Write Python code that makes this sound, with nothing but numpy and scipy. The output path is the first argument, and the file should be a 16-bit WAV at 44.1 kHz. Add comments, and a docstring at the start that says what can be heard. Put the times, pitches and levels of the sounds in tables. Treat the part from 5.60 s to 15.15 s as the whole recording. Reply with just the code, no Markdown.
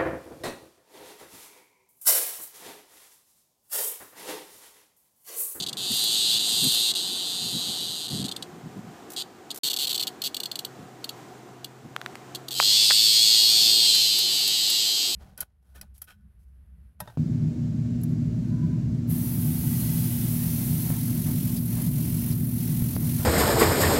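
"""A cicada caught in a tree buzzes, breaks into stutters, then screams close to the microphone.
Its two tymbals buckle rib by rib, each rib a ringing click; wings flick the bark and branches
scatter the sound. Twigs snap, wind bumps the microphone, a far engine hums over the outdoor wash.
All sound drops out briefly near 4 s."""
import sys
import numpy as np
from scipy import signal
from scipy.fft import rfft, irfft, next_fast_len
from scipy.io import wavfile
from scipy.ndimage import uniform_filter1d

SR = 44100
rng = np.random.default_rng(int(sys.argv[2]) if len(sys.argv) > 2 else 0)


def unload_wav(signal):
    """Save mono or channel-first audio to the path in sys.argv[1] as 16-bit WAV at rate SR, clipped to [-1, 1]."""
    wavfile.write(
        sys.argv[1],
        SR,
        np.round(np.clip(np.atleast_2d(signal).T, -1, 1) * 32767).astype(np.int16),
    )


N = 421155
TIME = np.arange(N) / SR
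DROPOUT_START_S, DROPOUT_END_S = 3.988, 4.034

# outdoor wash spectrum: freq_hz, gain_db
WASH_SPECTRUM = [(25, -34), (60, -20.5), (110, -7), (200, -4), (300, -0.5), (420, -1.5), (560, -9.5),
                 (1000, -9.5), (1500, -13), (2300, -19.5), (5000, -25), (7500, -24.5), (10000, -32.5),
                 (15000, -33.5)]
# narrow humps on it: centre_hz, width_hz, gain_db
WASH_HUMPS = [(362, 4.4, 6.5), (739, 49, 8.4)]
# wind bumps on the microphone: centre_s, level_db, width_s
GUSTS = [(0.325, -33, .012), (.946, -41.5, 0.031), (1.055, -30.5, 0.024), (1.85, -42.5, .038),
         (1.968, -36, .025), (2.096, -36, 0.015), (2.545, -30.5, 0.032), (2.629, -30.5, .028),
         (3.08, -38, .03), (3.186, -33.5, 0.017), (3.28, -43.5, .04), (5.222, -47.5, .03),
         (6.27, -43, 0.033)]
# far engine: time_s, pitch_hz, level_db
ENGINE_CURVE = [(4.8, 136, -72), (5.1, 130.5, -56), (5.45, 124.5, -56), (7.05, 132.5, -51.5),
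                (9.0, 145.2, -56.5), (9.3, 145, -70)]
# echoes off nearby branches: delay_s, gain_db
BRANCH_ECHOES = [(.0031, -18), (.0052, -22.5)]
# twig snaps: start_s, level_db, ring_hz, relative_crack_db
TWIG_SNAPS = [(6.364, -12.5, 1380, -17), (6.4152, -20.5, 1500, -11), (6.4619, -17, 1620, -15),
              (6.555, -24, 891, -5), (7.001, -1.5, 1060, -27), (7.027, -21.5, 1400, -8),
              (7.304, -17, 1000, -8), (7.309, -6.5, 1820, -11), (7.319, -17, 1600, -12)]
# bouts of wing flicks: start_s, level_db, flick_count, spacing_s
WING_BOUTS = [(.3172, -22, 4, .0248), (.4394, -19, 1, 0), (.8894, -22, 1, 0), (1.0405, -16, 1, 0),
              (1.1194, -19, 2, .0249), (3.503, -32.5, 3, .0157), (3.945, -30, 3, .0148),
              (8.3494, -15, 1, 0), (8.5875, -14, 1, 0), (8.8771, -17, 1, 0), (9.0992, -14.5, 1, 0)]

# ribs of one stroke (quick tymbal, slow, slow at full effort): delay_s, gain_db, pitch_ratio, treble_db
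QUICK_RIBS = [(0, -2.5, 0.986, 0.5), (.00108, -0.5, 1.021, .5), (.00213, -1.5, .99, -3.5)]
SLOW_RIBS = [(0, -2, .96, 1), (.0019, -1, 1, 0), (.0033, -3.5, 1.04, -1)]
HARD_RIBS = [(0, 0, 1.003, 3), (.0018, -1, 0.996, -3.5), (.0036, -2, .99, 0.5)]
# click spectra through the abdomen (buzz and early stutters, late stutters, scream): freq_hz, gain_db
BUZZ_SPECTRUM = [(200, -66), (2200, -34), (2700, -11.5), (3100, -2.5), (3550, 1.5), (4750, 0), (5050, -12),
                 (5700, -14), (6850, -8.5), (7600, -12), (8250, -6), (10000, -20), (11300, -14.5),
                 (15300, -26)]
LATE_STUTTER_SPECTRUM = [(200, -70), (2250, -32), (2850, -12), (3400, -5), (3800, -6.5), (4600, -6),
                         (5100, -18.5), (7200, -16), (7700, -13.5), (8300, -10), (9200, -33),
                         (11000, -17.5), (14000, -19.5), (15300, -18)]
SCREAM_SPECTRUM = [(200, -64), (1400, -47.5), (2300, -23), (3100, -10.5), (3900, -6.5), (4750, -2),
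                   (5150, -8), (6000, -17), (6800, -13.5), (7600, -14.5), (8100, -9.5), (9500, -26.5),
                   (12500, -19.5), (15300, -26.5)]

# short runs of strokes: start_s, stroke_count
STUTTER_RUNS = [(.001, 2), (.023, 3), (.064, 2), (.086, 2), (.13, 1), (1.338, 1), (1.357, 1), (2.626, 1),
                (2.642, 4), (2.683, 2), (2.714, 2), (2.764, 1), (2.825, 1), (3.564, 9), (3.905, 2),
                (4.035, 8), (4.1, 3), (4.132, 2), (4.164, 2), (4.188, 10), (4.271, 2), (4.294, 4),
                (4.329, 1), (4.345, 3), (4.378, 1), (4.396, 3), (4.426, 2), (4.47, 2), (4.6186, 1),
                (4.639, 6), (4.745, 1), (4.767, 1), (4.802, 1), (4.834, 1), (4.857, 1), (4.915, 1),
                (4.956, 1), (4.991, 1), (5.049, 1), (5.443, 1), (5.492, 1), (6.045, 1), (6.749, 2),
                (6.884, 1), (6.908, 4), (6.94, 1)]
# stutter strength: time_s, level_db
STUTTER_CURVE = [(.1, -28), (1.34, -27.5), (2.63, -32), (2.73, -28.5), (3.9, -28.5), (4.03, -22.5),
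                 (4.9, -25), (5.4, -27), (6.9, -29)]
# buzz strength: time_s, level_db, treble_db
BUZZ_CURVE = [(.17, -32, -10), (.27, -29, -13), (.35, -25.5, -9.5), (.75, -22, -15.5), (.83, -25.5, -12),
              (1.08, -22.5, -9), (1.3, -23.5, -12.5), (1.44, -29.5, -12.5), (2.1, -29.5, -13),
              (2.63, -33.5, -12)]
# muscle pace of one tymbal in the buzz: time_s, stroke_rate_hz
BUZZ_PACE = [(.17, 84), (.35, 109), (.75, 116), (.81, 94), (.9, 113), (1.27, 115), (1.34, 92), (2.05, 90),
             (2.631, 72)]
# faster muscles pull the tymbals closer and steadier: stroke_rate_hz, lag_cycles, jitter_cycles
BUZZ_LOCKING = [(74.5, .48, .033), (99.9, .44, .03), (116, .35, .011)]
# both muscles stall, more often as they tire: start_s, end_s
BUZZ_STALLS = [(.786, 0.79), (1.318, 1.35), (2.24, 2.237), (2.278, 2.28), (2.354, 2.35), (2.469, 2.481),
               (2.491, 2.501), (2.617, 2.64)]
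# scream strength and pace of one tymbal: time_s, level_db, treble_db, stroke_rate_hz
SCREAM_CURVE = [(6.95, -31, -10, 86), (7.03, -20.7, -14.5, 102), (7.13, -18, -17, 106.3),
                (7.7, -17, -15.5, 111.3), (8.3, -18, -15.5, 112.5), (8.67, -22.5, -16, 105),
                (9.15, -22, -16.5, 107), (9.45, -23.5, -16, 108), (9.55, -26.5, -12, 100)]
# lower resonance, gliding slowly: time_s, pitch_hz
SCREAM_GLIDE = [(6.98, 3110), (7.2, 3500), (7.72, 3380), (8.05, 3480), (8.25, 3250), (8.5, 3080),
                (9.1, 3100), (9.55, 3170)]
# tiring tymbals drift apart: time_s, lag_cycles, jitter_cycles, resonance_share
SCREAM_FATIGUE = [(8.2, .36, .0065, 1), (8.75, .42, .027, 0.64)]


def amp(db):
    return 10 ** (np.asarray(db) / 20)


def spectrum_at(points, hz):
    """Interpolate on a log-frequency axis."""
    freq_hz, value = np.transpose(points)
    return np.interp(np.log(hz + 1), np.log(freq_hz + 1), value)


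def follow(rows, at):
    """Interpolate a table's other columns along its first."""
    axis, *columns = np.transpose(rows)
    return [np.interp(at, axis, column) for column in columns]


def add(mix, start_s, sound):
    part = mix[max(round(start_s * SR), 0):][:len(sound)]
    part += sound[:len(part)]


def hump(x, centre, width):
    return np.exp(-.5 * ((x - centre) / width) ** 2)


def noise(colour_db):
    """Unit-rms noise with spectrum colour_db(hz)."""
    size = next_fast_len(N)
    gain = amp(colour_db(np.fft.rfftfreq(size, 1 / SR)))
    x = irfft(rfft(rng.standard_normal(size)) * gain, size)[:N]
    return x / np.sqrt(np.mean(x ** 2) + 1e-20)


def drift(rate_hz):
    """Unit-rms wander below about rate_hz."""
    return noise(lambda hz: -40 * np.log10(1 + (hz / rate_hz) ** 2))


def lingering(shape, memory):
    """Random values correlated from one stroke (row) to the next."""
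    fresh = rng.standard_normal(shape)
    return signal.lfilter([np.sqrt(1 - memory ** 2)], [1, -memory], fresh, axis=0, zi=memory * fresh[-1:])[0]


def wash(level_db=-46.5, swell_db=1.26):
    """Broad outdoor noise, swelling slightly."""
    def colour_db(hz):
        humps_db = sum(db * hump(hz, centre_hz, width_hz) for centre_hz, width_hz, db in WASH_HUMPS)
        return spectrum_at(WASH_SPECTRUM, hz) + humps_db
    return noise(colour_db) * amp(level_db + swell_db * drift(3.6))


def wind(breeze_db=-52.5, swing_db=2, breeze_end_s=3.35, lump_db=2.5):
    """An uneven breeze that drops; gusts bump the microphone."""
    breeze = amp(breeze_db + swing_db * drift(5.2)) * np.clip((breeze_end_s - TIME) * 10, 0, 1)
    gusts = sum(amp(db) * hump(TIME, centre_s, width_s) for centre_s, db, width_s in GUSTS)
    colour = [(30, -36), (70, -15.5), (125, .5), (190, 3.5), (300, -7), (600, -27.5), (2000, -50)]
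    rumble = noise(lambda hz: spectrum_at(colour, hz))
    return rumble * np.hypot(breeze, gusts) * amp(lump_db * drift(28))


def engine(wobble=.0042, swing_db=1):
    """A far hum that sags, then slowly speeds up."""
    pitch_hz, level_db = follow(ENGINE_CURVE, TIME)
    cycles = np.cumsum(pitch_hz * (1 + wobble * drift(5.4))) / SR
    return np.sqrt(2) * amp(level_db + swing_db * drift(4)) * np.sin(2 * np.pi * cycles)


def canopy(x, near_db=-11, near_t60_s=.07, far_db=-29, far_t60_s=.59, sway_hz=.7, tails=4):
    """Two branches echo; leaves scatter a tail that changes as the microphone sways."""
    t, out = TIME[:SR // 3], x.copy()
    for delay_s, db in BRANCH_ECHOES:
        add(out, delay_s, amp(db) * x)
    decays = (t > .002) * amp(-60 * t / np.array([[near_t60_s], [far_t60_s]]))
    for k in range(tails):
        near, far = rng.standard_normal((2, len(t))) * decays
        tail = amp(near_db) * near / np.linalg.norm(near) + amp(far_db) * far / np.linalg.norm(far)
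        sway = np.cos(2 * np.pi * sway_hz * (1 + k // 2) * TIME + k * np.pi / 2) * np.sqrt(2 / tails)
        out += signal.oaconvolve(x * sway, tail)[:N]
    return out


def twigs(ring_t60_s=.0044, crack_t60_s=.0089, upper_db=-8, upper_ratio=2.36):
    """Each snap: two heavily damped wood modes and a brief crack."""
    out, t = np.zeros(N), TIME[:1200]
    fade = amp(-60 * t / crack_t60_s)
    for start_s, db, ring_hz, crack_db in TWIG_SNAPS:
        phase = 2 * np.pi * ring_hz * t
        modes = np.sin(phase + 1) + amp(upper_db) * np.sin(phase * upper_ratio)
        crack = signal.lfilter([1], [1, -.75], rng.standard_normal(len(t))) * fade
        crack *= amp(crack_db - 3) * np.linalg.norm(fade) / np.linalg.norm(crack)
        add(out, start_s, amp(db) * (modes * amp(-60 * t / ring_t60_s) + crack))
    return signal.sosfilt(signal.butter(2, 620, "high", fs=SR, output="sos"), out)


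def wings(t60_s=.042, trim_db=-3.5):
    """Dry scratches of a wing on bark, singly or in even bouts."""
    envelope, t = np.zeros(N), TIME[:2000]
    for start_s, db, count, spacing_s in WING_BOUTS:
        for k in range(round(count)):
            add(envelope, start_s + k * spacing_s, amp(db + trim_db - 60 * t / t60_s))
    colour = [(150, -35), (800, -11), (2500, -10), (4000, -3), (8000, 1), (15000, 2)]
    return envelope * noise(lambda hz: spectrum_at(colour, hz))


def muscles(pace, coupling, slow_ribs, slow_db=0):
    """Strokes of two tymbals; coupling(time_s, rate_hz) gives the slow one's lag and the jitter."""
    t = np.arange(pace[0][0], pace[-1][0], 1 / SR)
    cycles = np.cumsum(follow(pace, t)[-1]) / SR
    beat_s = np.interp(np.arange(int(cycles[-1]) + 1), cycles, t)
    rate_hz, count = follow(pace, beat_s)[-1], len(beat_s)
    lag, jitter = coupling(beat_s, rate_hz)
    quick, slow = jitter * rng.standard_normal((count, 2)).T
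    strokes_s = np.r_[beat_s + quick / rate_hz, beat_s + (lag + slow) / rate_hz]
    gains = np.repeat([1, amp(slow_db)], count)
    return strokes_s, gains, np.repeat([QUICK_RIBS, slow_ribs], count, axis=0)


def minimum_phase(gain_db):
    """Complex spectra that ring only after the click."""
    cepstrum = irfft(gain_db * np.log(10) / 20)
    half = cepstrum.shape[1] // 2
    cepstrum[:, 1:half] *= 2
    cepstrum[:, half + 1:] = 0
    return np.exp(rfft(cepstrum))


def buckle(strokes_s, gains, ribs, colour_db, slip_s, detune, crinkle, crinkle_s, memory, scatter_db=0):
    """Each stroke buckles the ribs in turn; each rib clicks and rings much as it did last time."""
    size = 512
    out, hz = np.zeros(N), np.fft.rfftfreq(size, 1 / SR)
    fade = np.exp(-TIME[:size] / crinkle_s)
    crumple_share = crinkle * spectrum_at([(2000, .9), (3000, .4), (5000, .42), (9000, .9)], hz)
    for delay_s, rib_db, pitch_ratio, treble_db in np.moveaxis(ribs, 0, -1):
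        late, sharp, strong = lingering((len(strokes_s), 3), memory).T
        tuning = pitch_ratio * (1 + detune * sharp)
        tilt_db = treble_db[:, None] * spectrum_at([(4600, .13), (6000, .87)], hz)
        ring = minimum_phase(colour_db(hz, tuning[:, None]) + tilt_db)
        # the membrane crumples briefly after giving way
        crumple = rfft(lingering((len(strokes_s), size), memory) * fade / np.linalg.norm(fade))
        force = np.sqrt(1 - crumple_share ** 2) + crumple_share * crumple
        onsets = (strokes_s + delay_s + slip_s * late) * SR
        subsample_delay = np.exp(-2j * np.pi * hz / SR * (onsets % 1)[:, None])
        clicks = irfft(force * ring * subsample_delay)
        clicks *= (gains * amp(rib_db + scatter_db * strong) / np.linalg.norm(clicks, axis=1))[:, None]
        for onset, click in zip(np.floor(onsets), clicks):
            add(out, onset / SR, click)
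    return out


def at_level(x, level_db):
    """Bring the strongest stretches to level_db rms; dips remain."""
    power = uniform_filter1d(x ** 2, size=2205)
    return x * amp(level_db) / np.sqrt(np.maximum(power, .82 * power.max()))


def brightened(spectrum, hz, treble_db, usual_db):
    """Harder buckling adds treble above the ringing band."""
    shelf = spectrum_at([(5000, 0), (8500, .73), (12000, 1)], hz)
    return spectrum_at(spectrum, hz) + (treble_db[:, None] - usual_db) * shelf


def stutter(spacing_s=.007, ring_db=7, ring_hz=4340, width_hz=105, click_db=19):
    """Lone tymbal strokes and short runs, ringing more after the dropout."""
    strokes_s = np.concatenate([s + spacing_s * np.arange(round(count)) for s, count in STUTTER_RUNS])
    gains = amp(follow(STUTTER_CURVE, strokes_s)[0] + click_db)

    def colour_db(hz, tuning):
        resonance_db = ring_db * hump(hz, ring_hz * np.sqrt(tuning), width_hz)
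        late_db = spectrum_at(LATE_STUTTER_SPECTRUM, hz) + resonance_db
        return np.where(strokes_s[:, None] < DROPOUT_START_S, spectrum_at(BUZZ_SPECTRUM, hz), late_db)
    return buckle(strokes_s, gains, [SLOW_RIBS] * len(strokes_s), colour_db, slip_s=.000121,
                  detune=.0088, crinkle=.97, crinkle_s=.0014, memory=.6, scatter_db=.55)


def buzz(ring_db=6, ring_hz=3970, width_hz=80):
    """The two tymbals run close, then tire, fall into alternation and stall now and then."""
    strokes_s, gains, ribs = muscles(
        BUZZ_PACE, lambda _, rate_hz: follow(BUZZ_LOCKING, rate_hz), SLOW_RIBS, slow_db=.5)
    for start_s, end_s in BUZZ_STALLS:
        gains[(strokes_s > start_s) & (strokes_s < end_s)] = 0
    treble_db = follow(BUZZ_CURVE, strokes_s)[1]

    def colour_db(hz, tuning):
        resonance_db = ring_db * hump(hz, ring_hz * tuning, width_hz)
        return brightened(BUZZ_SPECTRUM, hz, treble_db, usual_db=-13.5) + resonance_db
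    clicks = buckle(strokes_s, gains, ribs, colour_db, slip_s=.00006,
                    detune=.011, crinkle=.97, crinkle_s=.002, memory=.75)
    return at_level(clicks, follow(BUZZ_CURVE, TIME)[0])


def scream(ring_db=8, between_db=.5, width_hz=115, glide_share=.89):
    """Full effort: the tymbals lock and two resonances glide, fading as the cicada tires."""
    strokes_s, gains, ribs = muscles(
        SCREAM_CURVE, lambda time_s, _: follow(SCREAM_FATIGUE, time_s)[:2], HARD_RIBS)
    treble_db = follow(SCREAM_CURVE, strokes_s)[1]
    lower_hz = follow(SCREAM_GLIDE, strokes_s[:, None])[0]
    main_hz = 4352 + glide_share * (lower_hz - 3420)
    resonance_share = follow(SCREAM_FATIGUE, strokes_s[:, None])[2]

    def colour_db(hz, tuning):
        peaks_db = sum(ring_db * hump(hz / tuning, peak_hz, width_hz) for peak_hz in (lower_hz, main_hz))
        peaks_db += between_db * hump(hz, (lower_hz + main_hz) / 2, width_hz)
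        body_db = brightened(SCREAM_SPECTRUM, hz * np.sqrt(4300 / main_hz), treble_db, usual_db=-15.5)
        return body_db + resonance_share * peaks_db
    clicks = buckle(strokes_s, gains, ribs, colour_db, slip_s=.00006,
                    detune=.0045, crinkle=.81, crinkle_s=.0009, memory=.88)
    return at_level(clicks, follow(SCREAM_CURVE, TIME)[0])


def scene():
    cicada = buzz() + stutter() + scream() + wings()
    return (canopy(cicada) + twigs() + wash() + wind() + engine())[None]


def record(dry):
    """Brief dropout, then a low-pass."""
    gate = uniform_filter1d(1. * ((TIME < DROPOUT_START_S) | (TIME > DROPOUT_END_S)), size=40)
    lowpass = signal.firwin(401, cutoff=15450, window=("kaiser", 8), fs=SR)
    return signal.oaconvolve(dry * gate, lowpass[None], "same")


dry = scene()
out = record(dry)
unload_wav(out)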